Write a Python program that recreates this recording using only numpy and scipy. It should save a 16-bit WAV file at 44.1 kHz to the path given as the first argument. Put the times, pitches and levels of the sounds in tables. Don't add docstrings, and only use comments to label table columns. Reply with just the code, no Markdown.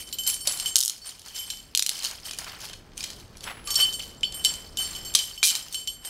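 import sys
import numpy as np
from scipy import signal
from scipy.fft import rfft, irfft, next_fast_len
from scipy.io import wavfile
from scipy.ndimage import uniform_filter1d

SR = 44100
rng = np.random.default_rng(int(sys.argv[2]) if len(sys.argv) > 2 else 0)


def dump_mix(stems):
    frames = np.atleast_2d(stems).T
    limited = np.clip(frames, -1, 1)
    pcm = np.round(limited * 32767).astype(np.int16)
    wavfile.write(sys.argv[1], SR, pcm)


def voltage_ratio(decibels):
    exponent = np.asarray(decibels, float) / 20
    return 10 ** exponent


N = 268877
T = np.arange(N) / SR

# t/s, level/dB, colour centre f/kHz
TEETH = [(.7571, -2, 6), (.7653, -5, 6.4), (.7829, -11, 6.8), (.7887, -10, 7.1), (.8049, -10, 7.3),
         (.8107, -11, 7.2), (.8275, -14, 5.6), (.8349, -12, 8), (.85, -13, 8.3), (.8588, -13, 8.1),
         (.8793, -12, 7.3), (.897, -14, 6), (1.7501, -8, 4.9), (1.7745, -8, 5.2), (1.794, -9, 4.9),
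         (1.8241, -10, 5.4), (1.8635, -11, 5.4), (1.8926, -10, 4.9)]
# f/Hz, level/dB
FIRST_PULL_COLOUR = [(1400, 0), (2300, -10), (3200, 0), (11000, 0), (14000, -3)]
# f/Hz, level/dB
STEEL_COLOUR = [(300, -26), (1100, -7.5), (2200, -6), (3000, 0), (9000, 0), (13000, -4), (15700, -10)]
CUFF_HZ = np.array([600, 1150, 1600, 2450, 3150, 3800, 4300, 5100, 6000, 6800, 7900, 9300, 10300, 11700, 13500])
# t/s, level/dB, colour centre f/kHz
CHAIN = [(0.1266, -21, 5), (0.1851, -24.5, 5.1), (0.2349, -24.5, 6.3), (0.2649, -20.5, 5.0),
         (0.2748, -11.5, 7.5), (0.2989, -14.5, 6.5), (0.3419, -20.5, 6.7), (0.4728, -8.5, 6.5),
         (0.5221, -19.5, 7.0), (0.5737, -22.5, 6.8), (0.5981, -17.5, 5.0), (0.6582, -20.5, 5.2),
         (1.0937, -29.5, 7.0), (1.1936, -33.5, 5.9), (1.2167, -36.5, 6.1), (1.2828, -31.5, 4.6),
         (1.3596, -29.5, 5.7), (1.5015, -19, 4.8),
         (1.99, -24.5, 4.6), (2.0236, -24.5, 4.9), (2.0323, -23.5, 5.3), (2.0422, -19.5, 5.2),
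          (2.0476, -16.5, 4.8), (2.0556, -18.5, 5.2), (2.1113, -25.5, 5.6), (2.2646, -28.5, 8.3),
          (2.31, -22.5, 4.4), (2.3329, -26.5, 3.4), (2.3864, -18.5, 6.8), (2.4433, -28.5, 4.9),
          (2.6522, -27.5, 4.8), (2.6963, -31.5, 3.5), (2.7313, -29.5, 3.2), (2.7362, -30.5, 3.1),
          (2.9771, -22.5, 5.2), (3.0059, -23.5, 4.4), (3.0286, -25.5, 4.2), (3.0391, -18.5, 4.4),
          (3.102, -26.5, 4.6), (3.1988, -37.5, 5.2), (3.3695, -34.5, 5.1), (3.4066, -32.5, 4.4),
          (3.4393, -27.5, 5.0),
         (3.673, -21.5, 4.2), (3.7041, -17.5, 6.6), (3.7404, -21.5, 6.9), (3.7568, -15, 5.5),
         (3.926, -25.5, 5.8), (3.9335, -25.5, 5.6), (4.2311, -22, 3.5), (4.323, -26.5, 4.7),
         (4.4416, -22.5, 5.9), (4.4476, -7.5, 5.1), (4.5384, -23.5, 5.4), (4.7713, -18.5, 5.6),
         (4.962, -28.5, 4.0), (5.0491, -28.5, 6.2), (5.1388, -21.5, 5.8), (5.1495, -4.5, 5.0),
         (5.1527, -3.5, 5.1), (5.1605, -14.5, 5.1), (5.1886, -14.5, 4.8), (5.5522, -13.5, 4.7),
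         (5.5599, -19.5, 6.7), (5.7254, -25.5, 5.9), (5.7439, -20.5, 4.0), (5.8735, -19.5, 4.8),
         (6.0485, -28.5, 5.5), (6.073, -28.5, 7.9), (6.0909, -15.5, 3.8)]
# t/s, level/dB, colour centre f/kHz
TICKS = [(0.0697, -41, 6.7), (0.074, -38, 7.4), (0.0892, -33, 5.7), (0.9792, -36, 5.7), (1.0695, -29, 6.4),
         (1.1071, -33, 6.3), (1.1797, -46, 5.3), (1.2386, -46, 6.0), (1.2608, -33, 6.4), (1.3673, -29, 4.9),
         (1.3865, -29, 4.4), (1.5721, -34, 5.3), (1.6033, -39, 5.5), (1.9667, -30, 4.4), (1.9799, -28, 4.1),
         (2.0702, -24, 5.5), (2.1999, -38, 5.2), (2.2508, -36, 7.1), (2.2548, -34, 8.2), (2.3456, -32, 4.9),
         (2.3755, -35, 5.8), (2.4139, -33, 4.5), (2.4356, -34, 4.9), (2.5548, -41, 3.6), (2.6162, -30, 5.0),
         (2.6875, -33, 4.3), (2.9188, -45, 1.8), (2.9342, -44, 3.1), (2.9719, -33, 4.8), (3.0734, -34, 4.5),
         (3.1323, -34, 4.5), (3.3433, -46, 2.6), (3.3802, -41, 5.0), (3.6419, -42, 5.7), (3.7441, -18, 5.8),
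         (4.0238, -29, 4.9), (4.0559, -35, 4.2), (4.1046, -40, 4.3), (4.1467, -44, 4.0), (4.2086, -36, 5.4),
         (4.6236, -39, 5.8), (4.6626, -42, 3.2), (4.7252, -45, 3.8), (5.6835, -31, 5.3)]
# t/s, level/dB, colour centre f/kHz
TAPS = [(.4697, -26, 9), (2.31, -30, 2.2), (2.333, -34, 2.2), (2.387, -36, 1), (2.466, -34, 1.6),
        (2.495, -32, 4.8), (2.735, -35, 2.2), (3.006, -28, 3), (3.043, -24, 4.3), (3.354, -42, 2.4),
        (3.468, -38, .9), (3.487, -38, 1.6), (3.801, -20, 5), (3.817, -22, 6), (3.994, -28, 4),
        (5.104, -38, 2), (5.57, -26, 8)]
# t/s, level/dB, colour centre f/kHz
KNOCKS = [
    (.473, -28, .6),
    (.7571, -33, 1.4),
    (5.1497, -28, 1.1),
    (5.4294, -11, 2.4),
]

# f/Hz, mode group (column of the touch table), share/dB, t60/s
KEY_MODES = [(3060, 1, 2, .45), (4478, 2, 1.5, .35), (5430, 3, -5, .22), (5505, 3, -7, .22),
             (7456, 4, 4.5, .4), (6460, 5, -10, .3), (8480, 5, -2, .4), (9097, 5, -3.5, .4),
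             (9372, 5, -9, .3), (11450, 5, -6.5, .4), (11929, 5, -8.5, .3), (12295, 5, -9.5, .3),
             (14140, 5, -9.5, .3), (14720, 5, -16, .3)]
# t/s, bend level/dB, twist level/dB, upper
# modes level/dB, time until it swings back/s
KEY_STRIKES = [(0, -47, -56, -46, .12), (.129, -39, -42, -42, .016), (.186, -32.5, -56, -42, .08),
               (.268, -32, -50, -35, .01), (.276, -34, -36, -27, .02), (.296, -39, -55, -36, .03),
               (.338, -47, -48, -39, .07), (.406, -47, -41, -41, .07), (.472, -45, -27, -33, .01),
               (.51, -41, -48, -41, .09), (.598, -43, -51, -35, .06), (.659, -29, -48, -36, .025),
               (1.017, -62, -46, -62, .04), (1.055, -52, -60, -48, .045), (1.348, -46, -59, -47, .045),
               (1.39, -39, -60, -41, .05), (1.504, -31, -53, -39, .008), (2.254, -62, -55, -48, .04),
               (3.034, -42, -56, -70, .022),
               (3.657, -48, -62, -52, .022), (3.677, -38, -40, -45, .032), (3.707, -35, -33, -36, .045),
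              (3.755, -32, -25, -28, .02), (3.774, -33, -39, -32, .03), (3.8, -25, -32, -29, .03),
              (3.824, -22, -28, -31, .03), (3.85, -26, -44, -37, .04), (3.938, -38, -38, -38, .02),
              (3.996, -34, -46, -56, .01),
               (4.233, -23, -45, -52, .013), (4.244, -40, -37, -52, .078), (4.343, -43, -61, -41, .055),
             (4.395, -42, -61, -47, .06), (4.449, -23, -32, -31, .014), (4.461, -29, -35, -38, .05),
             (4.772, -36, -48, -44, .02), (4.786, -28, -46, -37, .036), (4.82, -36, -43, -38, .14),
             (4.95, -37, -46, -48, .11), (5.052, -46, -42, -45, .09), (5.191, -28, -61, -40, .042),
             (5.377, -40, -56, -52, .045), (5.479, -25, -60, -34, .031), (5.566, -51, -62, -50, .17),
             (5.728, -60, -60, -41, .02), (5.746, -33, -42, -40, .07), (5.876, -30, -43, -42, .018),
             (6.051, -44, -57, -43, .05), (6.093, -22, -41, -37, .02)]
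GRIPS_S = [.147, .753, 1.11, 1.621, 2.3, 3.066, 5.143, 5.429]
REST_DB = np.array([-48, -52, -50, -53, -51])
# start t/s, end t/s
HELD_S = [(.75, 1.2), (1.62, 3.63)]
# t/s, f/Hz, level/dB, time until
# damped/s
CHIMES = [(0.13, 14170, -36, 0.019), (0.186, 7450, -39, 0.042), (0.191, 12320, -41, 0.026),
          (0.237, 7470, -38, 0.019), (0.266, 11460, -30, 0.025), (0.268, 14130, -36, 0.058),
          (0.271, 7450, -35, 0.034), (0.274, 9090, -28, 0.016), (0.279, 12300, -30, 0.012),
          (0.304, 8510, -33, 0.004), (0.335, 9150, -38, 0.029), (0.367, 8460, -43, 0.062),
          (0.512, 7450, -38, 0.028), (0.526, 12300, -42, 0.028), (0.602, 8550, -35, 0.015),
          (0.662, 9110, -39, 0.059), (0.663, 7490, -34, 0.084), (0.664, 6460, -43, 0.082),
          (0.67, 8480, -43, 0.077), (0.673, 11950, -41, 0.022), (1.072, 9070, -38, 0.014),
          (1.37, 7470, -43, 0.072), (1.391, 11460, -42, 0.052), (3.705, 8530, -37, 0.015),
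          (3.706, 11950, -36, 0.026), (3.711, 6460, -34, 0.013), (3.713, 5450, -32, 0.023),
          (3.752, 14150, -38, 0.021), (3.753, 7410, -31, 0.014), (3.754, 8480, -33, 0.029),
          (3.756, 5450, -19, 0.008),
          (3.762, 9110, -37, 0.032), (3.767, 11460, -37, 0.014), (3.771, 11930, -36, 0.008),
               (3.777, 7450, -30, 0.077), (3.783, 14100, -42, 0.144), (3.793, 8480, -30, 0.05),
               (3.8, 11390, -34, 0.026), (3.801, 5450, -29, 0.01), (3.805, 11930, -30, 0.007),
               (3.817, 9090, -33, 0.033), (3.841, 5430, -31, 0.004), (4.343, 9090, -41, 0.048),
               (4.451, 11930, -32, 0.006), (4.452, 9390, -31, 0.008), (4.453, 5450, -27, 0.014),
               (4.453, 7450, -35, 0.075), (4.453, 14150, -48, 0.133), (4.455, 9090, -36, 0.015),
               (4.47, 8480, -40, 0.039), (4.48, 5490, -35, 0.023), (4.78, 12300, -39, 0.044),
               (4.785, 11930, -40, 0.019), (4.788, 7450, -32, 0.021), (4.797, 9090, -40, 0.106),
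               (4.819, 7450, -37, 0.093), (5.054, 7450, -41, 0.077), (5.191, 7450, -39, 0.193),
               (5.236, 11460, -47, 0.085), (5.497, 7450, -29, 0.006), (5.737, 9110, -43, 0.129),
               (5.756, 7450, -40, 0.109)]
# t/s, high mode level/dB, middle mode level/dB, low mode level/dB
RING_TOUCHES = [(0, -52, -66, -80), (.289, -32, -77, -80), (.361, -48, -75, -83), (.475, -31, -32, -80),
                (.527, -38, -57, -80), (.585, -45, -69, -80), (.659, -67, -77, -83), (1.39, -49, -77, -83),
                (1.46, -72, -77, -83), (3.36, -62, -74, -74), (3.44, -50, -50, -80), (3.47, -51, -56, -80),
                (3.65, -44, -78, -80), (3.675, -48, -78, -40), (3.735, -66, -70, -48), (3.8, -61, -68, -43),
                (3.85, -62, -68, -70), (3.961, -60, -71, -80), (4.236, -64, -69, -80)]
# f/Hz, column of the touch table, share/dB, t60/s
RING_MODES = [(10944, 1, 0, .9), (7881, 2, 0, .5), (1170, 3, 0, .3)]

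# t/s of the peak, link rattle level/dB, finger rub level/dB, fade t60/s
MOVES = [(0, -35, -61, .2), (.075, -47, -64, .9), (.19, -46, -60, .6), (.275, -31, -48, .4),
         (.475, -34, -45, .9), (.6, -36, -51, .3), (.66, -35, -49, .4), (.9, -44, -64, .8),
         (1.06, -41, -54, .6), (1.26, -45, -58, 1), (1.36, -38, -58, .9), (1.47, -42, -62, .75),
         (1.92, -36, -52, 1.1), (2.04, -34, -46, .55), (2.26, -37, -52, .6), (2.39, -42, -46, 1),
         (2.48, -42, -45, .5), (2.605, -39, -53, .55), (2.64, -39, -52, .35), (2.99, -40, -55, .9),
         (3.1, -45, -56, .5), (3.44, -40, -52, .3), (3.475, -52, -39, .5), (3.68, -41, -48, .8),
         (3.79, -28.5, -42, .5), (4, -40, -56, .6), (4.34, -47, -57, 1.2), (4.455, -36, -50, .8),
         (4.795, -36, -49, 1.4), (5.18, -34, -54, .75), (5.52, -34, -48, .7), (5.73, -41, -65, .6),
         (6.05, -43, -51, 1.1)]
# f/Hz, level/dB
RATTLE_COLOUR = [(1500, -20), (3000, 1.5), (5200, 5.5), (8000, -2.5), (11000, -.5), (15500, -8.5)]
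# f/Hz, width/Hz, level/dB
LINK_MODES = [(2300, 350, -9), (3080, 120, 0), (4440, 260, 0), (5200, 250, 0), (6200, 300, -5),
              (8400, 500, -5)]
# f/Hz, level/dB
HUM_COLOUR = [(12, -38), (20, 2.5), (42, 1.5), (393, -10.5), (1720, -24), (2470, -33), (4680, -29),
              (15500, -56)]
# t/s, level/dB
HUM_LEVEL = [(0, -53), (.74, -53), (.83, -60), (1.7, -55), (1.9, -58), (2.35, -52), (3.3, -49), (5.13, -47),
             (5.2, -55), (6.1, -55)]


def unit(x):
    return x / np.sqrt(np.mean(x ** 2))


def colour(x, points):
    hz, db = np.transpose(points)
    size = next_fast_len(len(x))
    f = np.maximum(np.arange(size // 2 + 1) * SR / size, 1)
    gain = voltage_ratio(np.interp(np.log(f), np.log(hz), db))
    return irfft(rfft(x, size) * gain, size)[:len(x)]


def grains(rate, spread_db, t60):
    size = voltage_ratio(spread_db * np.minimum(rng.exponential(size=N), 4.5))
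    hits = (rng.random(N) < rate / SR) * size
    gate = signal.lfilter([1], [1, -1000 ** (-1 / (t60 * SR))], hits)
    return gate * rng.standard_normal(N)


def grazes(count):
    moments = np.sort(rng.random(count)) * N
    return rng.standard_normal(count + 1)[np.searchsorted(moments, np.arange(N))]


def clicks(table, ring_t60, crack_t60, crack_db, gain_db, spread_oct=.8, scatter_db=4.0, rise_s=.0001):
    out = np.zeros(N + 1024)
    t = np.arange(1024) / SR
    khz = np.maximum(np.arange(513) * SR / 1024, 50) / 1000
    for s, db, centre in table:
        detune, scatter = rng.standard_normal((2, len(CUFF_HZ), 1))
        hz = np.asarray(CUFF_HZ)[:, None] * (1 + .03 * detune)
        octaves = np.log2(hz / 1000 / centre)
        size = np.exp(-(octaves / spread_oct) ** 2 / 2) * voltage_ratio(scatter_db * scatter)
        ring = np.sum(size * np.sin(2 * np.pi * hz * t), axis=0) * 1000 ** (-t / ring_t60)
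        burst = rng.standard_normal(len(t)) * 1000 ** (-t / crack_t60)
        crack = irfft(rfft(burst) * np.exp(-np.log2(khz / centre) ** 2 / 2))
        both = ring / np.linalg.norm(ring) + voltage_ratio(crack_db) * crack / np.linalg.norm(crack)
        both = both * np.minimum(t / rise_s, 1)
        at = int(s * SR)
        out[at:at + len(t)] += voltage_ratio(db + gain_db) * both / np.linalg.norm(both)
    return out[:N]


def pawl_bounces():
    delay_s, loss_db, khz = .0077, -10.5, 8
    gaps = np.diff([row[0] for row in TEETH] + [np.inf])
    return [(s + delay_s, db + loss_db, khz) for (s, db, _), gap in zip(TEETH, gaps) if gap > delay_s + .002]


def zip_teeth(count):
    start_s, gap_s, slowing, uneven_s = 5.4294, .0046, .14, .0007
    u = np.arange(count) / (count - 1)
    s = start_s + gap_s * np.arange(count) * (1 + slowing * u)
    s = s + uneven_s * rng.standard_normal(count) * (u > 0)
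    db = -11 - 8 * u ** 2
    khz = 4.4 + 3.6 * np.sin(np.pi * u) ** 2
    return np.transpose([s, db, khz])


def ratchet():
    slow = clicks(TEETH + pawl_bounces(), .012, .008, 0, 15)
    fast = clicks(zip_teeth(count=17), .022, .018, 3, 17.5, spread_oct=1.1)
    teeth = slow + fast
    teeth = np.where(T < HELD_S[0][1], colour(teeth, FIRST_PULL_COLOUR), teeth)
    return colour(teeth, STEEL_COLOUR)


def chain_and_hinge():
    main = clicks(CHAIN, .022, .016, 1.5, 15.5, rise_s=.0009)
    ticks = clicks(TICKS, .018, .012, 0, 14.5)
    return colour(main + ticks, STEEL_COLOUR)


def cuff_body():
    knocks = clicks(KNOCKS, .06, .03, -6, 16, spread_oct=.25)
    return knocks + clicks(TAPS, .03, .015, -3, 15, spread_oct=.4)


def ringing(touches, modes, scatter_db, detune, settle_s, swing_db):
    touches = np.array(touches, float)
    out = np.zeros(N)
    last = np.maximum(np.searchsorted(touches[:, 0], T, side="right") - 1, 0)
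    since = T - touches[last, 0]
    chance = rng.standard_normal((len(touches), len(modes), 3))
    width = max(int(settle_s * SR), 1)
    for k, (hz, column, share_db, t60) in enumerate(modes):
        upper = column == 5
        db = touches[:, int(column)] + share_db + upper * scatter_db * chance[:, k, 0]
        swing = swing_db * (1 + upper) * (np.minimum(grazes(count=450), .8) - upper / 8)
        size = uniform_filter1d(voltage_ratio(db[last] - 60 * since / t60 + swing), width)
        turn = np.cumsum(hz * (1 + detune * chance[last, k, 2])) / SR
        phase = uniform_filter1d(2 * chance[last, k, 1] + .12 * swing, width)
        out += np.sqrt(2) * size * np.sin(2 * np.pi * turn + phase)
    return out


def key_touches():
    pair_db, second_bend_db = 5, -6
    spread_db, spread_share = -43, .3
    kept, loss_db = .3, 2
    grip_db = -66
    s, bend, twist, upper, free = np.array(KEY_STRIKES, float).T
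    pair = (twist + upper) / 2 + pair_db
    second_bend = (bend + upper) / 2 + second_bend_db
    db = np.array([bend, twist, pair, second_bend, upper]).T
    db[:, 2:] = np.minimum(db[:, 2:], spread_db + spread_share * (db[:, 2:] - spread_db))
    rest = np.asarray(REST_DB)
    damped = np.minimum(db - loss_db - 130 * free[:, None], rest + kept * (db - rest))
    struck_first = s + free >= np.append(s[1:], np.inf)
    back = np.where(struck_first, np.inf, s + free)
    grips = np.full((len(GRIPS_S), db.shape[1]), grip_db)
    table = np.column_stack([np.concatenate([s, back, GRIPS_S]), np.vstack([db, damped, grips])])
    return table[np.argsort(table[:, 0], kind="stable")]


def key():
    return ringing(key_touches(), KEY_MODES, scatter_db=2.8, detune=.002, settle_s=.0015, swing_db=3.2)


def chimes():
    t60_s, damped_t60_s, rise_s = .45, .045, .0015
    t = np.arange(SR // 4) / SR
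    out = np.zeros(N + len(t))
    for s, hz, db, free in CHIMES:
        fall = db - 60 * t / t60_s - 60 * np.maximum(t - free, 0) / damped_t60_s
        flicker = uniform_filter1d(np.repeat(rng.standard_normal(32), 400)[:len(t)], 120)
        size = voltage_ratio(fall + 2.5 * np.minimum(flicker, .8)) * np.minimum(t / rise_s, 1)
        at = int(s * SR)
        out[at:at + len(t)] += np.sqrt(2) * size * np.sin(2 * np.pi * hz * t + .8 * flicker)
    return out[:N]


def jingle():
    t60_s, level_db, held_share = .07, -4.5, .2
    out = np.zeros(N)
    for hz, _, share_db, _ in KEY_MODES:
        pole = np.exp(2j * np.pi * hz / SR) * 1000 ** (-1 / (t60_s * SR))
        tinkle = signal.lfilter([1], [1, -pole], grains(45, 3.0, .004)).imag
        out += voltage_ratio(share_db) * unit(tinkle)
    held = sum((T > a) & (T < b) for a, b in HELD_S)
    return unit(out) * voltage_ratio(level_db) * moves(column=1) * np.where(held, held_share, 1)


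def small_ring():
    return ringing(RING_TOUCHES, RING_MODES, scatter_db=0, detune=.0004, settle_s=.001, swing_db=.8)


def moves(column):
    rise_db_s, still_db = 600, -68
    rows = np.array(MOVES)
    coarse = T[::64]
    since = coarse - rows[:, :1]
    slope = np.where(since < 0, rise_db_s, -60 / rows[:, 3:])
    db = rows[:, column, None] + slope * since
    level = np.sqrt(np.sum(voltage_ratio(db) ** 2, axis=0) + voltage_ratio(still_db) ** 2)
    return np.interp(T, coarse, level)


def rattle():
    links = unit(colour(grains(1100, 2.6, .016), RATTLE_COLOUR)) * voltage_ratio(-5)
    for hz, width, db in LINK_MODES:
        pole = np.exp((2j * hz - width) * np.pi / SR)
        mode = signal.lfilter([1], [1, -pole], grains(160, 3.2, .012)).imag
        links = links + voltage_ratio(db - 8.5) * unit(mode)
    skin_colour = [(250, -24), (700, -4), (1500, -3), (3000, -6), (6000, -24)]
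    rub = unit(colour(grains(900, 2.3, .03), skin_colour)) * voltage_ratio(3.5)
    return links * moves(column=1) + rub * moves(column=2)


def room(x, t60=.3, wall_s=.0045):
    t = np.arange(SR // 2) / SR
    tail = rng.standard_normal(len(t)) * 1000 ** (-t / t60) * (t > wall_s)
    tail = colour(tail, [(500, -15.5), (3000, 0), (8000, -3), (15000, -2.5)])
    return signal.fftconvolve(x, tail / np.sqrt(np.sum(tail ** 2)))[:N]


def room_hum():
    s, db = np.transpose(HUM_LEVEL)
    return unit(colour(rng.standard_normal(N), HUM_COLOUR)) * voltage_ratio(np.interp(T, s, db))


def scene():
    teeth = ratchet()
    hard = teeth + chain_and_hinge() + cuff_body()
    sung = key() + chimes() + jingle() + small_ring()
    to_room = hard - .35 * teeth + voltage_ratio(-5) * sung
    return (hard + sung + rattle() + voltage_ratio(-8) * room(to_room) + room_hum())[None]


def band_limit(x):
    return signal.sosfilt(signal.butter(12, 16440, fs=SR, output="sos"), x)


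def record(dry):
    low_pass = signal.ellip(8, .2, 60, 15650, fs=SR, output="sos")
    clipped = np.clip(signal.sosfilt(low_pass, dry), -1, 1)
    return band_limit(clipped)


dry = scene()
out = record(dry)
dump_mix(out)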